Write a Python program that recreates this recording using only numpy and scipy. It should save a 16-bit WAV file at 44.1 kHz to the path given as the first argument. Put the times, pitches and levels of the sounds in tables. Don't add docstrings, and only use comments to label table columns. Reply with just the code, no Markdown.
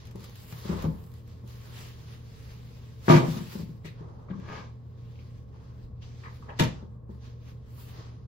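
import sys
import numpy as np
from scipy import signal
from scipy.io import wavfile
from scipy.ndimage import uniform_filter1d

SR = 44100
rng = np.random.default_rng(int(sys.argv[2]) if len(sys.argv) > 2 else 0)


def transcribe(signal):
    frames = np.atleast_2d(signal).T
    limited = np.clip(frames, -1, 1)
    pcm = np.round(limited * 32767).astype(np.int16)
    wavfile.write(sys.argv[1], SR, pcm)


def invert_db(level):
    return 10 ** (np.asarray(level, dtype=float) / 20)


N = 364707
STEP = 40
CONTROL_S = np.arange(N // STEP + 2) * STEP / SR


def at_hz(points, hz):
    table = np.array(points)
    return np.interp(np.log(hz), np.log(table[:, 0]), table[:, 1])


def rms_one(x):
    return x / np.sqrt(np.mean(np.atleast_2d(x)[0] ** 2) + 1e-20)


def every_sample(slow):
    return np.interp(np.arange(N) / STEP, np.arange(len(slow)), slow)


def drift(rate_hz):
    r = np.exp(-2 * np.pi * STEP * rate_hz / SR)
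    wander = signal.lfilter([1], [1, -2 * r, r * r], rng.standard_normal(N // STEP + 2002))
    return rms_one(wander[2000:])


def spread(side_db):
    return invert_db([[0], [side_db]])


def bandpass(x, order, low_hz, high_hz):
    return signal.sosfilt(signal.butter(order, [low_hz, high_hz], "band", fs=SR, output="sos"), x)


EDGES = 20 * 2 ** np.arange(0, 9.8, 1 / 3)


def bands(white, low_hz, high_hz):
    for k, (low, high) in enumerate(zip(EDGES, EDGES[1:])):
        hz = np.sqrt(low * high)
        if low_hz <= hz < high_hz:
            yield hz, bandpass(white[k % 2], 2, low, high)


def ring(x, hz, t60):
    r, w = invert_db(-60 / (t60 * SR)), 2 * np.pi * hz / SR
    return signal.lfilter([0, np.sin(w)], [1, -2 * r * np.cos(w), r * r], x + 1e-18)


def burst(length_ms, low_hz, high_hz, order, side_db):
    t = np.arange(int(.2 * SR)) / SR * 1000 / max(length_ms, .5)
    grit = rng.standard_normal((2, len(t))) * invert_db(2.4 * rng.exponential(1, len(t)) - 4.5)
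    return t * np.exp(1 - t) * rms_one(bandpass(grit, order, low_hz, high_hz)) * spread(side_db)


def add(out, s, sound, pan_db):
    at, (mid, side) = int(s * SR), sound
    lean = np.tanh(pan_db * np.log(10) / 40)
    out[:, at:at + len(mid)] += np.array([mid, side + lean * mid])[:, :N - at]


# (frequency [Hz], rms level [dB], t60 [s])
FAN_RINGS = [(467, -74.5, 0.014), (1090, -75.5, 0.025)]


def fan_and_hiss():
    out = invert_db(-97.5) * bandpass(rng.standard_normal((2, N)), 1, 1500, 6000)
    for hz, level_db, t60 in FAN_RINGS:
        air = rng.standard_normal((2, N))
        out += invert_db(level_db) * rms_one(ring(ring(air, hz, t60), hz, t60))
    return out


# (frequency [Hz], density [dB per Hz])
RUMBLE = [(12, -49), (20, -14), (114, -1), (136, -7.5), (167, -10.5), (235, -12.5), (300, -26),
          (458, -20.5), (633, -33.5), (823, -35), (1090, -48.5), (1390, -47.5), (1570, -40.5),
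          (1920, -61.5), (2500, -63), (3250, -80), (5500, -120)]
# (frequency [Hz], side minus mid [dB])
RUMBLE_SIDE = [(60, -19.5), (130, -11), (290, -5), (640, 0), (1410, -4), (3100, -5.5), (6820, 1),
               (15000, -2)]
# (frequency [Hz], rms level [dB], width [Hz])
MOTOR = [(119, -46.5, 0.23), (156, -60.5, 2.98), (78.3, -51.5, 7.4), (447, -70.5, 6.2)]


def refrigerator():
    rumble = 0
    for hz, x in bands(rng.standard_normal((2, 2, N)), 20, 2600):
        level = every_sample(invert_db(at_hz(RUMBLE, hz) + 0.38 * drift(15)))
        rumble = rumble + x * spread(at_hz(RUMBLE_SIDE, hz)) * level
    out = invert_db(-48.5) * rms_one(rumble)
    for hz, level_db, width_hz in MOTOR:
        phase = 2 * np.pi * np.cumsum(hz + width_hz * every_sample(drift(3.107))) / SR
        level = np.sqrt(2) * every_sample(invert_db(level_db + 1.1 * drift(1.1)))
        out += level * np.array([np.sin(phase), np.cos(phase)]) * spread(at_hz(RUMBLE_SIDE, hz))
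    return out


def gestures(peak_s, level_db, swell_s, fade_s, still_db):
    late = CONTROL_S[:, None] - peak_s
    away = np.maximum(-late / np.maximum(swell_s, 1e-3), late / np.maximum(fade_s, 1e-3))
    shape_db = -20 * away ** 1.09
    return 10 * np.log10(invert_db(2 * (level_db + shape_db)).sum(axis=1) + invert_db(2 * still_db))


# (frequency [Hz], density [dB per Hz])
RUSTLE_MID = [(250, -9), (350, -3.5), (452, -4), (730, -12.5), (1070, -6), (1300, -12.5), (1650, -6.5),
              (3000, -5), (5060, -6), (7400, -20), (9100, -16), (10900, -31.5), (14800, -23.5),
              (16000, -26)]
# (frequency [Hz], side minus mid [dB])
RUSTLE_SIDE = [(200, -12), (380, -2.5), (700, 1.5), (1290, 2.5), (2380, -1), (4400, -2), (7000, 3.5),
               (9000, -0.5), (11500, 3)]
# (peak time [s], level [dB], swell
# [s], fade [s], crisp top re rustle [dB])
RUSTLES = [(0.005, -61, .1, 0.28, -11), (.2, -59.5, 0.065, 0.99, -7), (.5, -60, 0.25, 0.78, 9),
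           (.7, -50.5, 0.27, 0.23, -33), (.82, -51.5, 0.16, 0.083, -9), (0.989, -75.5, 0.13, 0.084, -33.5),
           (1.16, -69.5, 0.045, 0.19, -1), (1.3, -66.5, 0.12, 0.26, -20), (1.5, -60, 0.065, 0.4, 1.5),
           (1.78, -53, 0.25, 0.39, -2), (2.108, -58.5, 0.12, 0.19, -5), (2.45, -62, 0.54, 1, -1.5),
           (2.851, -68.5, 0.97, 0.26, -22), (3.074, -50.5, 0.052, 0.22, -1), (3.32, -48.5, 0.35, 0.32, -0.5),
           (3.527, -49.5, 0.089, 0.17, 0.5),
           (3.857, -54.5, 0.015, 0.092, -4.5), (4.0, -69, 0.2, 0.36, -17), (4.357, -69.5, 0.045, .3, -27.5),
         (4.572, -54, 0.24, 0.15, -31), (4.99, -72.5, 0.066, 0.81, -10), (5.2, -71, 0.16, 0.2, -33),
         (5.38, -70, 0.97, 0.11, -5), (5.57, -72, 0.14, 0.38, -23), (5.68, -73, 0.13, .15, -23),
         (5.845, -73.5, 0.49, 0.062, -3), (6.024, -58.5, 0.015, 0.17, -15), (6.215, -61.5, 0.22, 0.42, -11),
         (6.35, -63, 0.063, 0.15, -3), (6.45, -81, 0.056, .1, -18), (6.58, -57.5, 0.019, 0.27, -15),
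         (6.78, -66, 0.78, 0.1, -30), (7.11, -72.5, 0.028, 0.17, -1.5), (7.253, -60, 0.071, 0.13, -16),
         (7.49, -62, 0.13, 0.093, -5), (7.8, -63, 0.098, 0.18, 11.5), (7.89, -60, 0.029, 0.1, 2),
         (8.03, -59.5, 0.5, 0.23, -16)]
# (peak time [s], level [dB], swell [s], fade [s])
RUBS = [(.14, -54, .2, 0.07), (.72, -33.5, 0.071, 0.28), (.85, -33.5, 0.075, 0.057),
        (1.45, -58.5, 0.12, 0.18), (3.24, -27, 0.14, 0.087), (3.588, -52, 0.066, 0.089),
        (3.85, -64, 0.011, 0.15), (4.019, -47.5, 0.11, 0.68), (4.305, -44, 0.043, 0.083),
        (4.53, -39.5, 0.13, 0.18), (5.56, -54.5, 0.073, 0.46), (6.257, -49, 0.07, 0.16),
        (6.497, -40, 0.048, 0.13), (6.78, -48.5, 0.21, 0.19), (7.12, -61.5, 0.14, 0.11),
        (8.01, -47.5, 0.19, 0.24)]
# (time [s], peak level [dB])
SNAPS = [(0.053, -44), (0.0704, -43.5), (0.111, -47), (0.157, -44), (0.196, -49), (0.2044, -46),
         (0.2414, -39), (.2314, -48), (.2952, -45), (0.3277, -58), (0.356, -42), (0.7707, -47), (.823, -38),
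         (1.0394, -50), (1.064, -53), (1.117, -53), (1.139, -48), (1.277, -51), (1.316, -60), (1.4596, -62),
         (1.4765, -48), (1.5828, -56), (1.6342, -51)]


def rustle():
    # level re peak -16.5 dB, 1.2 ms swell, 29 ms fade, top +1 dB
    snaps = [(s, db - 16.5, 0.0012, 0.029, 1) for s, db in SNAPS]
    s, level_db, swell, fade, crisp_db = np.transpose(RUSTLES + snaps)
    rustle_db = gestures(s, level_db, swell, fade, still_db=-95)
    top_db = gestures(s, level_db + crisp_db, swell, fade, still_db=-86) - rustle_db
    rub_db = gestures(*np.transpose(RUBS), still_db=-64) - rustle_db
    low_db = 10 * np.log10(invert_db(2 * rub_db) + invert_db(2 * 5.5))
    slips = rng.standard_normal((2, 2, N)) * every_sample(invert_db(1.0 * drift(9.6)))
    slips *= invert_db(1.4 * rng.exponential(1, N))
    out, plain_power = 0, 0
    for hz, x in bands(slips, 250, 16500):
        colour_db = at_hz(RUSTLE_MID, hz)
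        rubbed = at_hz([(1000, 1), (2300, 0)], hz)
        crisp = at_hz([(6000, 0), (10500, 1)], hz)
        plain_power += (1 - rubbed) * (1 - crisp) * np.mean(x[0] ** 2) * invert_db(2 * colour_db)
        gain_db = colour_db + 1.2 * drift(8.0) + rustle_db + rubbed * low_db + crisp * (top_db + 11.0)
        out = out + x * spread(at_hz(RUSTLE_SIDE, hz)) * every_sample(invert_db(gain_db))
    return out / np.sqrt(plain_power)


def snap_ticks():
    out = np.zeros((2, N))
    for s, peak_db in SNAPS:
        add(out, s, invert_db(peak_db - 8) * burst(0.5, 3500, 15500, order=1, side_db=-8.0), 0)
    return out


# (time [s], level [dB], centre [Hz], length [ms], left minus right [dB])
TAPS = [(.153, -54, 800, 2.5, -3), (3.843, -55.5, 2070, 10, 8), (3.852, -61, 2700, 14, 7),
        (3.853, -60.5, 3940, 14.4, 10), (4.283, -55, 1145, 2.8, 9), (4.286, -65.5, 2100, 6, 11),
        (4.298, -67, 3550, 8, 3), (3.0795, -29, 1500, 1.7, 8), (3.843, -64, 2050, 2, 10),
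        (3.846, -62, 4000, 2, 6), (3.872, -59.5, 2070, 8.6, 8), (5.155, -61.5, 2800, 2, 0),
        (5.189, -60, 2500, 2.3, -0.5), (5.82, -76, 4460, 13, 1.5), (6.459, -68, 1086, 5, 2),
        (4.304, -55, 1600, 3.5, 4), (4.306, -62, 2300, 3.8, 12), (4.331, -54.5, 1100, 5.1, 4),
        (6.018, -63.5, 3000, 9.3, 8), (6.234, -56.5, 1130, 8.3, 3), (6.236, -51.5, 2100, 2.7, 8),
        (6.246, -51, 1100, 4.9, 5), (6.252, -51, 1980, 5, 8), (6.28, -55.5, 1050, 2.7, 5),
        (6.293, -65, 1100, 3.7, 5), (6.261, -53, 1150, 3.8, 5), (6.271, -58, 2000, 4.9, 6),
        (6.423, -54, 1100, 4.5, 2), (6.482, -47.5, 620, 5.2, -1), (6.484, -52, 1100, 1.8, 1),
        (6.491, -42.5, 955, 3, 1), (6.503, -53, 1000, 2.5, -3), (6.512, -52, 880, 6, 1),
        (6.525, -60, 1700, 6.7, 6), (6.487, -51.5, 1720, 7.1, 8), (6.493, -58, 2780, 6.6, 8),
        (6.583, -56, 2280, 8.2, 2), (7.089, -75, 1480, 3.8, 14.5), (7.777, -59, 1040, 9, -15.5)]


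def taps():
    out = np.zeros((2, N))
    for s, level_db, hz, length_ms, pan_db in TAPS:
        rattle = burst(length_ms, hz / 1.16, hz * 1.126, order=2, side_db=-0.5)
        add(out, s, invert_db(level_db) * rattle, pan_db)
    return out


# (time [s], level [dB])
SLIDE = [
    (4.4, -55.5),
    (4.404, -57.5),
    (4.468, -49.5),
    (4.486, -42),
    (4.604, -43),
    (4.64, -52.5),
    (4.655, -60.5),
    (4.732, -86),
    (4.75, -72),
]
# (frequency [Hz], level [dB], t60 [s])
SLIDE_RINGS = [(201, 0, 0.035), (470, -0.5, 0.0081), (620, -6, 0.014), (860, -7, 0.014), (1100, -5, 0.022),
               (1170, -5, .018), (1600, 0, 0.0099), (1890, -15, 0.0065), (2180, -7, 0.012),
               (3750, -26, .003)]


def slide():
    t = np.arange(N) / SR
    level_db = np.interp(CONTROL_S, *np.transpose(SLIDE))
    grains = rng.standard_normal(N) * (rng.random(N) < 1000 / SR) * invert_db(1.8 * rng.exponential(1, N))
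    out = rms_one(sum(invert_db(db) * ring(grains, hz, t60) for hz, db, t60 in SLIDE_RINGS))
    out *= every_sample(invert_db(level_db - 3.0)) * (t > SLIDE[0][0]) * (t < SLIDE[-1][0])
    return np.array([out, 0.24 * out])


# (frequency [Hz], side minus mid [dB])
KITCHEN_SIDE = [(60, -9.5), (110, -16), (200, -1.5), (380, -4), (700, 3), (1290, 3), (2380, -1.5),
                (4400, -1.5), (8120, 4), (15000, 3.5)]


def struck(contacts, body, boom_t60, swell_ms, crack_ms, crack_hz, boom_db, body_db, crack_db, pan_db):
    out, t = np.zeros((2, N)), np.arange(int(.36 * SR)) / SR
    hz, mode_db, t60 = np.transpose(body)[:, :, None]
    decay = invert_db(mode_db - 60 * t / (1.21 * t60)) * (1 - np.exp(-1.5 * hz * t))
    swell = (1 - np.exp(-1000 * t / swell_ms)) * np.cos(np.pi * t / t[-1] / 2)
    wide = invert_db(at_hz(KITCHEN_SIDE, hz) + 0.5)
    luck = rng.standard_normal((len(contacts), 3, len(body), 1))
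    for contact, (size, tune, turn) in zip(contacts, luck):
        s, level_db, boom_hz, rel_body_db, rel_crack_db = contact
        phase = 2 * np.pi * (hz * (1 + 0.0041 * tune) * t + turn)
        modes = invert_db(1.8 * size) * decay * np.exp(1j * phase)
        ringing = np.array([modes.real.sum(axis=0), (wide * modes.imag).sum(axis=0)])
        sound = invert_db(rel_body_db + body_db) * ringing * swell
        boom = np.sin(2 * np.pi * boom_hz * t) * swell ** 2
        sound[0] += invert_db(boom_db - 60 * t / boom_t60) * boom
        crack = burst(crack_ms, 580, crack_hz, order=1, side_db=-2.5)
        crack[0] = signal.lfilter([.62], [1, -.38], crack[0])
        sound[:, :crack.shape[1]] += invert_db(rel_crack_db + crack_db) * crack
        add(out, s, invert_db(level_db) * sound, pan_db)
    return out


# (time [s], boom level [dB], boom pitch [Hz], body re boom [dB], crack re boom [dB])
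STEPS = [
    (.05, -40, 34.5, -8, -68),
    (.74, -16, 101, -17, -73),
    (.79, -23.5, 35.6, -2, -64),
    (5.82, -27.5, 31.5, 4, -57),
    (5.9, -23.5, 71, -12.5, -56),
    (7.3, -47, 36, -9, -65.5),
]
# (frequency [Hz], level [dB], t60 [s])
FLOOR = [(48, 0.0043, 0.19)]


def footsteps():
    return struck(STEPS, FLOOR, boom_t60=0.21, swell_ms=16.0, crack_ms=5, crack_hz=900,
                  boom_db=-7.0, body_db=-9.5, crack_db=-23.0, pan_db=2.0)


# (time [s], boom level [dB], boom pitch [Hz], body re boom [dB], crack re boom [dB])
BUMPS = [(0.152, -38, 185, -5.5, -26), (0.524, -39.5, 156, -15, 1.5), (0.651, -37, 198, -5, -20.5),
         (0.691, -33, 197, -3, -8), (0.697, -24, 187.4, -20, -26), (.714, -34, 182, -3, -15),
         (0.726, -26.5, 177, -8.5, -31), (0.841, -27, 199, -4.5, -13), (.852, -26.5, 156, -5, -15),
         (0.871, -31.5, 167, -25, -34), (.884, -26, 172, -19, -31), (1.437, -49, 195, -1, -21),
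         (3.553, -31.5, 201, -8.5, -19), (3.595, -32, 170, -13, -28), (3.632, -34, 172.7, -38.5, -27),
         (3.692, -36.5, 170, -16.5, -41), (3.846, -38, 159, -6, -14), (4.007, -39.5, 156, -6, -18),
         (4.301, -36.5, 191, -9, -31), (4.311, -32.5, 173, -13.5, -37), (4.327, -39, 181, -15, -32),
         (4.352, -36.5, 185, -17.5, -30), (4.39, -41.5, 198, -7, -28), (4.422, -43.5, 180, -5, -28.5),
         (5.796, -51, 200, -17, -26), (6.824, -41.5, 210, -4, -37), (7.092, -40.5, 204.4, -5.5, -34)]
# (frequency [Hz], level [dB], t60 [s])
CABINET = [(74, 6.5, 0.19), (257, -5, 0.044), (324, 5.5, 0.077), (390.3, 4.5, 0.11), (468, -7, 0.17),
           (551, 0.5, 0.043), (880, -9.5, 0.058), (1040, -12.5, 0.12)]


def cabinet_bumps():
    return struck(BUMPS, CABINET, boom_t60=0.098, swell_ms=1.14, crack_ms=1.8, crack_hz=3500,
                  boom_db=7.5, body_db=-4.0, crack_db=-11.0, pan_db=4.0)


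# (time [s], boom level [dB], boom pitch [Hz], body re boom [dB], crack re boom [dB])
CLACK = [
    (6.589, -46.5, 227, -4, 10),
    (6.594, -32, 229, -3, 6.5),
    (6.601, -29, 208, -1.5, -13),
    (6.6045, -20, 230, -14, -15),
    (6.6092, -17.5, 164, -15.5, -20.5),
    (6.62, -32.5, 151, -2, -3),
    (6.635, -32, 174, -13.5, -2.5),
    (6.649, -30, 134, -15.5, -17),
    (6.678, -31, 120, -20.5, -22),
]
# (frequency [Hz], level [dB], t60 [s])
WORKTOP = [(40.6, -4.5, 0.18), (62.2, -6.5, 0.24), (97.4, -0.5, 0.16), (118.5, 3, 0.22), (172, 8, 0.06),
           (231, 5.5, 0.078), (256, -5, 0.053), (319, 5.5, 0.062), (376, -1, 0.054), (408, -5, 0.042),
           (464, -2, 0.057), (529, -7.5, 0.071), (631, -7, 0.081), (800, -8, 0.033), (973, -0.5, 0.035),
           (1070, 0.5, 0.022), (1378, -5.5, 0.022), (2090, -10, 0.015), (3550, -1, 0.018)]


def pan_clack():
    return struck(CLACK, WORKTOP, boom_t60=0.063, swell_ms=0.67, crack_ms=3.6, crack_hz=4080,
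                  boom_db=6.0, body_db=3.0, crack_db=2.0, pan_db=3.5)


# (time [s], boom level [dB], boom pitch [Hz], body re boom [dB], crack re boom [dB])
SLAM = [(3.08, -20.5, 188, -1.5, -9), (3.087, -21.5, 158, -3, -2), (3.097, -11, 157.8, -1, -10),
        (3.104, -22.5, 199, 2.5, -8.5), (3.119, -20.5, 157.6, -3, -7.5), (3.13, -21.5, 168, 3.5, -3),
        (3.148, -16, 149, -19, -10), (3.157, -18, 156, -8, -13.5), (3.179, -19, 156, -4.5, -24),
        (3.226, -30, 128, -1, -22), (3.283, -26, 165.3, -16.5, -24), (3.331, -39, 127, -4, -16),
        (3.363, -34.5, 210, -10, -9.5), (3.402, -35.5, 173.5, -10, -29)]
# (frequency [Hz], level [dB], t60 [s])
DOOR = [(80, -11, 0.074), (253.5, -1.5, 0.2), (344, 5.5, 0.1), (372, -2.5, 0.13), (411, -12, 0.07),
        (451, -7.5, 0.13), (481, -9, 0.082), (530, -14.5, 0.18), (611, -6, 0.064), (640, -4, 0.047),
        (665, -14, .05), (800, -3, 0.022), (946, -10, 0.1), (940, -10, .04), (1035, -10, 0.064),
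        (1100, -10.5, 0.09), (1184, -10, 0.1), (1252, -14, .05), (1400, -16, 0.025), (1580, -19.5, 0.039),
        (1640, -19, 0.025), (1800, -4.5, 0.02), (2100, -15, 0.018), (2310, -17, 0.054), (3155, -15, 0.04),
        (3700, -13.5, 0.024)]


def door_slam():
    return struck(SLAM, DOOR, boom_t60=0.14, swell_ms=2.6, crack_ms=13.9, crack_hz=2170,
                  boom_db=10.0, body_db=-1.0, crack_db=-7.5, pan_db=4.0)


# (frequency [Hz], t60 [s], level [dB])
KITCHEN = [(60, 0.71, -8.5), (170, 0.46, -9.5), (351, 0.29, -4.5), (700, 0.32, -1.5), (1300, 0.23, -2.5),
           (3000, 0.31, -4.5), (7250, 0.28, -8), (11140, 0.16, -5.5), (15000, 0.16, -7)]


def kitchen(x, rise_ms):
    t, room = np.arange(int(.7 * SR)) / SR, np.array(KITCHEN)
    tail = 0
    for hz, band in bands(rng.standard_normal((2, 2, len(t))), 30, 16500):
        level_db = at_hz(room[:, ::2], hz) - 60 * t / at_hz(room, hz)
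        tail = tail + band * invert_db(level_db) * spread(at_hz(KITCHEN_SIDE, hz))
    tail = tail * (1 - np.exp(-1000 * t / rise_ms)) / 30
    return signal.fftconvolve(x[None], tail, axes=1)[:, :N]


def scene():
    blows = footsteps() + taps() + snap_ticks() + slide() + cabinet_bumps() + pan_clack() + door_slam()
    room = invert_db(2.0) * kitchen(blows[0], rise_ms=1.1)
    mid, side = fan_and_hiss() + refrigerator() + rustle() + room + blows
    return np.array([mid + side, mid - side])


def flicker(mid):
    hz, s, frames = signal.stft(mid, SR, nperseg=1024)
    at = np.minimum((s * SR / STEP).astype(int), N // STEP)
    jump_hz = 340
    low = 7850 + jump_hz * np.round(.9 * drift(6)[at])
    high = 10400 + jump_hz * np.round(.8 * drift(5)[at])
    outside = (hz[:, None] < low) | (hz[:, None] > high)
    return signal.istft(frames * outside, SR, nperseg=1024)[1][:N]


# (from time [s], to time [s])
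LEAKS = [
    (.05, 0.081),
    (.105, 0.17),
    (.22, .25),
    (1.06, 1.24),
    (1.115, 1.08),
    (1.455, 1.54),
    (3.84, 4.6),
]


def mid_gap(mid):
    notch = signal.cheby2(4, 38, [8600, 9700], "bandstop", fs=SR, output="sos")
    gapped = signal.sosfilt(notch, flicker(mid))
    n = np.arange(N)
    leak = sum((n > start * SR) * (n < end * SR) for start, end in LEAKS) * invert_db(-11.5)
    return gapped + uniform_filter1d(leak, size=200) * bandpass(mid, 4, 7700, 10500)


def roll_off(x):
    return signal.sosfilt(signal.butter(12, 16490, fs=SR, output="sos"), x)


def record(dry):
    left, right = 1.7 * np.tanh(dry / 1.7)
    mid, side = (left + right) / 2, (left - right) / 2
    mid = signal.sosfilt(signal.ellip(8, .5, 50, 15750, fs=SR, output="sos"), mid_gap(mid))
    side = signal.sosfilt(signal.ellip(4, 1, 50, 11600, fs=SR, output="sos"), side)
    ends = np.clip(np.arange(N)[::-1] / 600, 0, 1)
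    return roll_off(ends * np.array([mid + side, mid - side]))


dry = scene()
out = record(dry)
transcribe(out)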